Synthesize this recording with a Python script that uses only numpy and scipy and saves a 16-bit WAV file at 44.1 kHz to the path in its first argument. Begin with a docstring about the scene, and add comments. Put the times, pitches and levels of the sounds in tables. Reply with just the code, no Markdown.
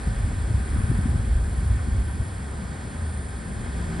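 """Outdoors near a door. From the start, wind buffets a hand-held phone with rumble and thumps.
Behind it, distant traffic rushes and a bush cricket trills thinly, 25 wing strokes a second.
A far vehicle passes at 0.8 s; the wind drops after 2.2 s. Around 3 s a far engine drones,
sinking in pitch. Near the end a fainter vehicle passes, a last gust rises and a hum swells."""
import sys
import numpy as np
from scipy import signal
from scipy.fft import rfft, irfft
from scipy.io import wavfile
from scipy.ndimage import uniform_filter1d

SR = 44100
rng = np.random.default_rng(int(sys.argv[2]) if len(sys.argv) > 2 else 0)


def put_to_file(sound):
    """Save the sound as 16-bit audio at rate SR, in the file named by the first command-line argument."""
    columns = np.atleast_2d(sound).T  # one column per channel
    safe = np.clip(columns, -1, 1)
    whole_steps = np.round(safe * 32767)
    wavfile.write(sys.argv[1], SR, whole_steps.astype(np.int16))


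N = 4 * SR
T = np.arange(N) / SR
FREQS = np.maximum(np.fft.rfftfreq(N, 1 / SR), 1)
OPPOSED = np.array([[1], [-1]])  # left +, right -


def undb(db):
    """Decibels to gain."""
    return 10 ** (np.asarray(db) / 20)


def unit(x):
    """Scale to rms 1."""
    return x / np.sqrt(np.mean(x ** 2))


def curve(rows, column=1):
    """One column of a time table at every sample."""
    rows = np.array(rows)
    return np.interp(T, rows[:, 0], rows[:, column])


def over_hz(rows, column=1):
    """One column of a frequency table at every bin."""
    rows = np.array(rows)
    return np.interp(np.log(FREQS), np.log(rows[:, 0]), rows[:, column])


def noise(gain):
    """Noise of rms 1, shaped by a gain per bin."""
    return unit(irfft(rfft(rng.standard_normal(N)) * gain, N))


def walk(rate_hz):
    """Smooth random drift, rms 1."""
    return noise(1 / (1 + (FREQS / rate_hz) ** 4))


def resonance(hz, width_hz):
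    """Gain of a steep resonance at every bin."""
    return 1 / (1 + ((FREQS - hz) * 2 / width_hz) ** 2)


def swell(at_s, sigma_s):
    """Gaussian envelope, peak 1."""
    return np.exp(-.5 * ((T - at_s) / sigma_s) ** 2)


def traffic():
    """Wide, far tyre rush: octaves swell together, low ones flicker, single vehicles stand out."""
    # rush spectrum: f/Hz, relative density/dB
    rush_colour = [(20, -37), (60, -20), (120, 6), (220, 2.5), (310, 1), (400, 4.5), (520, 2.5),
                   (800, -1.5), (1150, -2), (1320, -4), (1550, -.7), (1900, -2.8), (2300, -10.5),
                   (2750, -15), (3300, -10.5), (3950, -17), (4600, -13.8), (5200, -17.5), (5800, -22),
                   (6800, -15.5), (9000, -13), (11500, -21)]
    # rush envelope: t/s, level/dB
    rush_level = [(0, -40), (.8, -40.5), (1.4, -41), (2.4, -41.5), (3.45, -41.5), (3.9, -39.5), (4, -39.5)]
    # stereo image: f/Hz, side minus mid/dB, left minus right/dB
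    image = [(30, -24, 4), (70, -47, -5), (201, -16, 1), (403, -5, 2.5), (616, -2, 3), (1180, -4, -.5),
             (1770, -3.5, -1.1), (2290, -13.5, -2), (3480, -13, 1), (4760, -41, -0.5), (6300, -9, 0),
             (8330, -23, 0)]
    # passing vehicles: t/s, sigma/s, centre/Hz, width/Hz, level/dB
    passes = [(.82, 0.21, 1410, 1300, -47), (3.6, 0.45, 1700, 400, -57)]
    swell_db, flicker_db, flicker_corner_hz = 0.38, 0.67, 1700
    side_gain = undb(over_hz(image))
    pan = undb(OPPOSED * over_hz(image, column=2) / 2)
    mid, side = rfft(rng.standard_normal((2, N)))
    stereo = (mid + OPPOSED * side_gain * side) / np.hypot(1, side_gain)
    spectrum = stereo * pan * undb(over_hz(rush_colour))
    rush = 0
    for octave in range(4, 15):
        band = np.maximum(1 - abs(np.log2(FREQS) - octave), 0)
        depth_db = flicker_db * min(flicker_corner_hz / 2 ** octave, 1)
        rush += irfft(spectrum * band, N) * undb(depth_db * walk(11))
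    rush = unit(rush) * undb(curve(rush_level) + swell_db * walk(1.5))
    for at_s, sigma_s, hz, width_hz, db in passes:
        tyres = np.array([noise(resonance(hz, width_hz)) for _ in range(2)])
        rush += tyres * undb(db) * swell(at_s, sigma_s)
    return rush


def engines():
    """One far engine sinks in pitch; then a wavering hum draws nearer."""
    # engine drone: t/s, f/Hz, level/dB
    drone_track = [(2.7, 92.1, -56), (2.92, 87.7, -43), (3.04, 82.4, -29), (3.23, 72.3, -31.5),
                   (3.38, 68.4, -39), (3.5, 67.6, -52)]
    # hum envelope: t/s, level/dB
    hum_level = [(0, -97), (3.5, -61), (3.75, -50), (3.9, -39), (4, -46.5)]
    # hum partials: f/Hz, relative level/dB
    hum_tones = [(166, 3.5), (222, -6.5), (382, -6)]

    def tone(hz):
        wavering_hz = hz * (1 + 0.01165 * walk(11.4))
        return np.sqrt(2) * np.sin(2 * np.pi * np.cumsum(wavering_hz) / SR)

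    drone = tone(curve(drone_track)) * undb(curve(drone_track, column=2))
    hum = sum(tone(hz) * undb(db + 3.1 * walk(6.6)) for hz, db in hum_tones)
    return drone + hum * undb(curve(hum_level))


def cricket():
    """Regular wing strokes rasp into high resonances, with one brighter band that drifts."""
    # wing resonances: f/Hz, width/Hz, relative level/dB
    modes = [(7540, 90, -13), (8000, 80, -18), (8510, 320, -3), (8800, 60, -12), (8940, 50, -17),
             (9100, 60, -7.5), (9360, 1200, -1.5), (10000, 76, -17), (10230, 160, -12)]
    # trill envelope: t/s, level/dB
    trill_level = [(0, -58.5), (.6, -54.5), (1.1, -52.5), (1.85, -58), (2.25, -53.5), (2.7, -62),
                   (3.2, -54.5), (3.6, -58), (4, -67)]
    # bright band: t/s, centre/Hz, level/dB
    shimmer_track = [(0, 10030, -62), (.45, 10160, -65), (.82, 10160, -55), (1.3, 10100, -67),
                     (1.55, 10100, -56.5), (1.85, 10020, -67), (2.12, 10130, -53.5), (2.5, 9650, -64),
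                     (2.72, 9650, -71), (2.9, 9560, -59.5), (3.15, 9380, -52.5), (3.42, 9270, -58.5),
                     (3.65, 9300, -61), (4, 9400, -71)]
    stroke_hz, stroke_at_s, stroke_floor = 25.45, 0.038, 0.8
    scatter_db, wander_db = 0.3, 2
    cycles = (T - stroke_at_s) * stroke_hz + 0.051 * walk(3.4)
    strokes = stroke_floor + abs(np.cos(np.pi * cycles)) ** 0.6
    strokes = unit(strokes * undb(-scatter_db * walk(16)))
    wing = unit(sum(undb(db + wander_db * walk(0.64)) * noise(resonance(hz, width_hz))
                    for hz, width_hz, db in modes))
    phase = 2 * np.pi * np.cumsum(curve(shimmer_track)) / SR
    rasp = resonance(0, width_hz=390)
    shimmer = unit(noise(rasp) * np.cos(phase) + noise(rasp) * np.sin(phase))
    return strokes * (wing * undb(curve(trill_level)) + shimmer * undb(curve(shimmer_track, column=2)))


def door_reflections(x):
    """Nearby surfaces leave a fine, static ripple in the spectrum, weaker in the bass."""
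    depth_db, spacing_hz, corner_hz = 2.33, 54.65, 700
    grid_hz = np.arange(0, SR / 2, spacing_hz)
    ripple = np.interp(FREQS, grid_hz, rng.standard_normal(N)[:len(grid_hz)])
    return irfft(rfft(x) * undb(depth_db * ripple * FREQS / (FREQS + corner_hz)), N)


def thumps():
    """Each eddy pushes and pulls the diaphragm once."""
    # single eddies: t/s, level before windowing/dB, f/Hz
    eddies = [(.075, -20.5, 161), (0.544, -17.5, 128), (.763, -19.5, 200), (.79, -14, 68),
              (.842, -16.5, 89), (0.903, -10, 102), (0.916, -20, 246), (0.989, -14, 146), (1.06, -15, 171),
              (1.161, -15, 134), (1.2, -17, 100), (1.708, -20, 100), (2.208, -19, 85)]
    sigma_cycles = 0.42
    return sum(-undb(db) * np.sin(2 * np.pi * hz * (T - at_s)) * swell(at_s, sigma_cycles / hz)
               for at_s, db, hz in eddies)


def steady(x, window_s=0.054):
    """Hold the running rms near 1."""
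    return x / np.sqrt(uniform_filter1d(x ** 2, int(window_s * SR)))


def wind():
    """Gusts on the microphone: rumble, deep heaves, ragged flutter and thumps; nearly mono."""
    # rumble envelope: t/s, relative level/dB
    gusts = [(0, -32.5), (.1, -22.5), (.17, -32.5), (.25, -21.5), (.33, -32.5), (.39, -23.5), (.48, -26.5),
             (.55, -20), (.68, -30), (.73, -21), (.87, -30.5), (.94, -21), (1.03, -25), (1.1, -21.5),
             (1.27, -27.5), (1.33, -22), (1.42, -25), (1.5, -28), (1.74, -18.5), (1.82, -28), (1.96, -22),
             (2.07, -27), (2.17, -30), (2.21, -26), (2.26, -33), (2.6, -32.5), (2.85, -36.5), (3.15, -35.5),
             (3.4, -36), (3.8, -28), (4, -34)]
    # rumble spectrum: f/Hz, relative density/dB
    rumble_colour = [(12, -44), (25, -33), (36, -8), (48, -4.5), (65, 4.5), (85, -3.5), (115, -8),
                     (160, -22.5), (300, -52), (1500, -110)]
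    # flutter envelope: t/s, relative level/dB
    flutter_level = [(0, -46), (.5, -41.5), (.7, -41.5), (.95, -39.5), (1.15, -35.5), (1.3, -44),
                     (1.7, -42), (2.15, -42), (2.35, -47), (2.7, -43.5), (3.4, -45), (3.9, -42), (4, -40.5)]
    # flutter spectrum: f/Hz, relative density/dB
    flutter_colour = [(60, -41), (100, -0.5), (150, -2), (215, -2), (280, -10.5), (380, -19), (700, -49),
                      (2500, -100)]
    # large, slow eddies: t/s, sigma/s, level/dB
    heaves = [(0.255, 0.21, -29.5), (1.36, 0.069, -23), (1.633, 0.043, -26.5), (1.96, 0.055, -26)]
    rumble_gain_db, rumble_side_db = -0.4, -21
    flutter_gain_db, flutter_side_db, pan_db = 5.5, -13.5, 2.5
    eddy_db, eddy_hz = 1.35, 22
    low, upper = undb(over_hz(rumble_colour)), undb(over_hz(flutter_colour))
    rumble = steady(noise(low)) + OPPOSED * undb(rumble_side_db) * noise(low * FREQS)
    rumble *= undb(curve(gusts) + rumble_gain_db)
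    flutter = noise(upper) + OPPOSED * undb(flutter_side_db) * noise(upper)
    flutter *= unit(undb(eddy_db * walk(eddy_hz)))
    flutter *= undb(curve(flutter_level) + flutter_gain_db)
    heave = steady(noise(resonance(hz=49.1, width_hz=14)))
    heave *= sum(undb(db) * swell(at_s, sigma_s) for at_s, sigma_s, db in heaves)
    return rumble + heave + (flutter + thumps()) * undb(OPPOSED * pan_db / 2)


def scene():
    """Wind in front; engines, traffic and cricket behind."""
    return wind() + engines() + door_reflections(traffic() + cricket())


def record(dry):
    """The phone's two ports differ in treble phase; it dulls the top, then cuts it steeply."""
    # microphone response: f/Hz, gain/dB
    microphone = [(6500, 1), (10300, 0.5), (10800, 1.5), (11300, -4), (12000, -12.5)]
    # left port's lag behind the right: f/Hz, phase/rad
    port_lag = [(1100, 0), (1800, 1.88), (2150, 0.56), (3300, 0), (3900, -0.13), (5250, 0), (5750, 1.8),
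                (6700, 2.5), (7000, 4), (7350, 5), (8850, 5), (9550, 6.35), (11100, 8.5)]
    cutoff_hz, half_taps = 11700, 128
    ports = np.exp(1j * np.array([[-1], [0]]) * over_hz(port_lag))
    impulse = irfft(ports * undb(over_hz(microphone)), N)
    fir = np.roll(impulse, half_taps, axis=1)[:, :2 * half_taps + 1]
    padded = np.pad(dry, ((0, 0), (half_taps, half_taps)), mode="reflect", reflect_type="odd")
    heard = signal.fftconvolve(padded, fir, mode="valid", axes=1)
    return signal.sosfilt(signal.ellip(8, .2, 70, cutoff_hz, fs=SR, output="sos"), heard)


dry = scene()
out = record(dry)
put_to_file(out)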